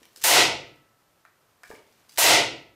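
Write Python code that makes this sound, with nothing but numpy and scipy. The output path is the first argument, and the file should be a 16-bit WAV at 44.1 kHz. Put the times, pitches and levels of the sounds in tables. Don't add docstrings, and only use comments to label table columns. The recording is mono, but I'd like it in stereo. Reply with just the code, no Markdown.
import sys
import numpy as np
from scipy import signal
from scipy.fft import rfft, irfft
from scipy.io import wavfile
from scipy.ndimage import uniform_filter1d

SR = 44100
rng = np.random.default_rng(int(sys.argv[2]) if len(sys.argv) > 2 else 0)


def ratio(d):
    e = np.asarray(d, float) / 20
    return 10 ** e


def int16_out(signal):
    q = np.round(np.clip(np.atleast_2d(signal).T, -1, 1) * 32767)
    wavfile.write(sys.argv[1], SR, q.astype(np.int16))


N = 121275
T = np.arange(N) / SR
HZ = np.fft.rfftfreq(2 * N, 1 / SR) + 1e-3
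LEFT_RIGHT = np.array([[1], [-1]])


def curve(table, hz):
    table = np.array(table)
    return np.interp(np.log(hz), np.log(table[:, 0]), table[:, 1])


def colour(x, gain):
    return irfft(rfft(x, 2 * N) * gain)[..., :N]


def causal(db):
    cepstrum = irfft(db * np.log(10) / 20)
    cepstrum[1:N] *= 2
    cepstrum[N + 1:] = 0
    return np.exp(rfft(cepstrum))


def unit(x):
    return x / np.sqrt(np.sum(x ** 2))


def resonate(x, hz, q):
    return signal.lfilter(*signal.iirpeak(hz, q, fs=SR), x)


def bell(distance, width):
    return np.exp(-.5 * (distance / width) ** 2)


def walk(size):
    x = uniform_filter1d(uniform_filter1d(rng.standard_normal(N), size), size)
    return x / x.std()


def add(out, x, t):
    i = int(t * SR)
    out[i:i + len(x)] += x[:N - i]


# f/Hz, t60/s
ROOM_T60 = [(90, 0.8186), (300, 0.632), (700, 0.4145), (1600, 0.4537), (2500, 0.4586), (5000, 0.3886),
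            (10000, 0.26235), (15000, 0.2074)]
# f/Hz, side level/dB
ROOM_SIDE = [(60, -42), (125, -32), (250, -24), (500, -19.5), (1000, -12.5), (5000, -12.5), (8500, -13.5),
             (13000, -17)]
# f/Hz, width/octave, share of t60 lost/1
DEAD = [(1130, .12, .2), (1680, .12, .33)]
FIRST_ECHO_S, BUILD_S = 0.00067, 0.0046
LATE_DB, LATE_T60_S, LATE_TOP_HZ = -61, 1.833, 900


def room():
    d = T[:65536]
    noise = rfft(rng.standard_normal((2, len(d))))
    octave = np.log2(np.fft.rfftfreq(len(d), 1 / SR) + 1e-3)
    rise = np.clip((d - FIRST_ECHO_S) / BUILD_S, 0, 1)
    late = ratio(LATE_DB - 60 * d / LATE_T60_S)
    out = 0
    for hz in 30 * 2 ** (np.arange(46) / 5):
        share = np.clip(1 - 5 * abs(octave - np.log2(hz)), 0, 1)
        lost = sum(s * bell(np.log2(hz / centre), width) for centre, width, s in DEAD)
        t60 = curve(ROOM_T60, hz) * (1 - lost)
        decay = np.exp(-np.log(1000) * d / t60) + late / (1 + (hz / LATE_TOP_HZ) ** 2)
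        mid, side = irfft(noise * share) * rise * decay
        out = out + mid + ratio(curve(ROOM_SIDE, hz)) * side * LEFT_RIGHT
    return rfft(unit(out) * np.sqrt(2), 2 * N)


# f/Hz, density/(dB per Hz)
HISS = [(30, -18.5), (55, -11.5), (110, -3), (200, -7.5), (500, -7), (1280, -8.5), (2300, -15),
        (13000, -22.5)]
# f/Hz, level/dB
WHINE = [(13485, -83), (13905, -83)]
HISS_DB, HISS_TOP_HZ, FLICKER_DB = -65, 14900, .5
HISS_SIDE_DB, HISS_SIDE_TOP_HZ = 15, 10000
WHINE_WOBBLE_HZ = 25


def hiss():
    spectrum = ratio(curve(HISS, HZ)) / (1 + (HZ / HISS_TOP_HZ) ** 20)
    mid, side = colour(rng.standard_normal((2, N)), spectrum)
    side_gain = ratio(curve(ROOM_SIDE, HZ) + HISS_SIDE_DB) / (1 + (HZ / HISS_SIDE_TOP_HZ) ** 10)
    side = colour(side, side_gain)
    whine = 0
    for hz, db in WHINE:
        phase = 2 * np.pi * np.cumsum(hz + WHINE_WOBBLE_HZ * walk(size=600)) / SR
        whine = whine + np.sqrt(2) * ratio(db) * np.sin(phase)
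    level = ratio(HISS_DB + FLICKER_DB * walk(size=2000))
    return (mid + side * LEFT_RIGHT) / mid.std() * level + whine


# start/s, end/s, level/dB, f/Hz
CREAKS = [
    (0, 0.067, -64, 2248),
    (.07, 0.164, -71.5, 5947),
    (0.159, 0.207, -54.5, 5220),
    (0.212, 0.248, -47, 4630),
    (1.65, 1.768, -61.5, 4110),
    (1.708, 1.8, -67, 1890),
    (1.821, 2.1, -72.5, 1910),
    (2.089, 2.186, -60.5, 4510),
    (2.165, 2.182, -57.5, 5000),
]
CREAK_PER_S, CREAK_SPREAD_DB, CREAK_Q = 830, 4, .5


def creaks():
    out = np.zeros(N)
    for start, end, db, hz in CREAKS:
        slips = (rng.random(N) < CREAK_PER_S / SR) * np.sign(rng.standard_normal(N))
        strength = ratio(CREAK_SPREAD_DB * np.minimum(rng.exponential(size=N), 3))
        x = resonate(slips * strength, hz, CREAK_Q)
        out += x / x.std() * ratio(db) * (T >= start) * (T < end)
    return out


KNOCK_S = [0.0175, 0.1760, 0.2340, 1.2514, 1.2520, 1.2560, 1.2625, 1.6335, 1.6340, 1.6385, 1.6930, 1.6950,
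           1.7035, 1.7045, 1.7120, 1.7140, 1.7270, 1.7360, 1.7520, 1.7560, 1.8300, 2.0940, 2.1607, 2.1740]
# level/dB, f/Hz, t60/s
KNOCKS = [(-55, 343, 0.034), (-55.5, 362, 0.0225), (-54, 150, 0.028), (-39, 1386, 0.0084),
          (-59, 637.5, 0.028), (-49.5, 1572, 0.0069), (-48, 1806, 0.00775), (-41, 1410, 0.0115),
          (-50, 690, 0.0188), (-36.5, 1700, 0.0116), (-72, 238, 0.025), (-60, 57, 0.1), (-38, 441, 0.033),
          (-37.5, 820, 0.0039), (-38.5, 1700, 0.0133), (-44, 920, 0.037), (-44.5, 600, .03),
          (-46.5, 290, 0.026), (-39.5, 2200, 0.0074), (-56.5, 600, .03), (-85, 62, 0.18),
          (-46.5, 4700, 0.011), (-47, 4700, 0.0083), (-53.5, 100, 0.032)]
KNOCK_ATTACK_S, OVERTONE, OVERTONE_DB = .0005, 1.3, -6.5


def knocks():
    out, d = np.zeros(N), T[:4096]
    for t, (db, hz, t60) in zip(KNOCK_S, KNOCKS):
        ring = np.sin(2 * np.pi * hz * d)
        ring += ratio(OVERTONE_DB) * np.sin(2 * np.pi * OVERTONE * hz * d)
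        attack = 1 - np.exp(-d / KNOCK_ATTACK_S)
        add(out, 2 * ratio(db - 60 * d / t60) * ring * attack, t)
    return out


# t/s, level/dB, f/Hz, decay/s
CLICKS = [(0.0300, -48.5, 2800, 0.003), (0.0539, -47, 4140, 0.00088), (0.1611, -38.5, 4980, 0.0011),
          (0.1735, -43, 6118, .001), (0.2125, -51.5, 3950, 0.0023), (0.2245, -36.5, 4500, 0.0018),
          (0.2345, -30, 4647, .001), (0.2385, -15, 7000, 0.0036), (0.758, -60.5, 4468, .002),
          (1.924, -58, 5000, .002), (1.2512, -56, 2800, 0.00224), (2.0937, -49.5, 5100, 0.0032),
          (2.1215, -51.5, 4860, .002), (2.1605, -47, 4000, 0.0022), (2.1748, -24, 4000, 0.0009),
          (2.1788, -26.5, 6100, 0.00067), (1.6335, -46.5, 4040, .002), (1.7010, -50.5, 5000, .008),
          (1.8750, -63.5, 3500, .003), (1.9950, -64, 5800, 0.0028)]
CLICK_ATTACK_S, CLICK_Q = .0004, 0.7


def clicks():
    out, d = np.zeros(N), T[:1024]
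    noises = rng.standard_normal((len(CLICKS), len(d)))
    for (t, db, hz, decay_s), noise in zip(CLICKS, noises):
        envelope = np.exp(-d / decay_s) * (1 - np.exp(-d / CLICK_ATTACK_S))
        x = resonate(noise * envelope, hz, CLICK_Q)
        add(out, 2 * ratio(db) * x / abs(x).max(), t)
    return out


# t/s, level/dB, pan/dB, metal ring/dB
SHOTS = [
    (0.2415, 0, 0.2, 5),
    (2.1820, 0, 0.2, 1),
]
# f/Hz, level/dB, t60/s
RINGS = [(1314, -56.5, 2.5), (1960, -29, .78), (1740, -44, .9)]


def rings():
    out = np.zeros(N)
    for t, _, _, ring_db in SHOTS:
        since = np.clip(T - t, 0, None)
        for hz, db, t60 in RINGS:
            out += (T >= t) * ratio(db + ring_db - 60 * since / t60) * np.sin(2 * np.pi * hz * T)
    return out


# f/Hz, density/(dB per Hz)
BANG = [(40, -44.5), (80, -39.5), (200, -32), (570, -7.5), (1100, -10), (4000, -9), (10000, -8.5),
        (16000, -10)]
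# f/Hz, width/Hz, boost/dB
BODY = [(55, 17, 5), (125, 56, 11), (315, 54, 5.5), (702.7, 72, 7.5), (918.3, 110, 5), (1600, 120, 2),
        (1997.4, 200, 5), (2800, 320, 2)]
BANG_DB, RATTLE_DECAY_S, RATTLE_DB = 47, 0.0096, -8


def shots():
    out = np.zeros((2, N))
    boost_db = sum(boost * bell(2 * (HZ - hz), width) for hz, width, boost in BODY)
    body = causal(curve(BANG, HZ) + boost_db)
    for t, level_db, pan_db, _ in SHOTS:
        impulse = np.zeros(N)
        impulse[int(t * SR)] = 1
        pulse = unit(colour(impulse, body))
        shake = (T >= t) * np.exp(-np.clip(T - t, 0, None) / RATTLE_DECAY_S)
        rattle = unit(colour(rng.standard_normal(N) * shake, body))
        heard = colour(pulse, room()) + ratio(RATTLE_DB) * rattle
        out += heard * ratio(BANG_DB + level_db + pan_db * LEFT_RIGHT / 2)
    return out


CLICK_WET_DB, KNOCK_WET_DB = -4, -2
THUD_DRY_HZ = 500


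def scene():
    tick, knock = clicks() + creaks(), knocks()
    echoing = colour(knock, 1 / (1 - 1j * THUD_DRY_HZ / HZ))
    wet = ratio(CLICK_WET_DB) * tick + ratio(KNOCK_WET_DB) * echoing
    return shots() + tick + knock + colour(wet, room()) + rings() + hiss()


def low_pass(x):
    return signal.sosfilt(signal.butter(12, 16640, fs=SR, output="sos"), x)


DUCK_DB, DUCK_HOLD_S, DUCK_KNEE_S, DUCK_CURVE = -33.5, 0.1835, 0.018, 1.23
DUCK_ATTACK_S, OVERSHOOT_DB = 0.0024, 6
SLOW_DUCK_DB, SLOW_RECOVER_S = -3, 1.5
CEILING, TOP_HZ = 1.3, 15450


def record(dry):
    gain_db = np.zeros(N)
    for t, *_ in SHOTS:
        d = np.clip(T - t, 0, None)
        left = DUCK_KNEE_S * np.logaddexp(0, (DUCK_HOLD_S - d) / DUCK_KNEE_S) / DUCK_HOLD_S
        duck = DUCK_DB * left ** DUCK_CURVE
        overshoot = OVERSHOOT_DB * np.exp(-d / DUCK_ATTACK_S)
        slow = SLOW_DUCK_DB * np.clip(1 - d / SLOW_RECOVER_S, 0, 1)
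        gain_db += (T >= t) * (duck + overshoot + slow)
    x = CEILING * np.tanh(dry * ratio(gain_db) / CEILING)
    lowpass = signal.ellip(8, .2, 70, TOP_HZ, fs=SR, output="sos")
    return low_pass(signal.sosfilt(lowpass, x))


dry = scene()
out = record(dry)
int16_out(out)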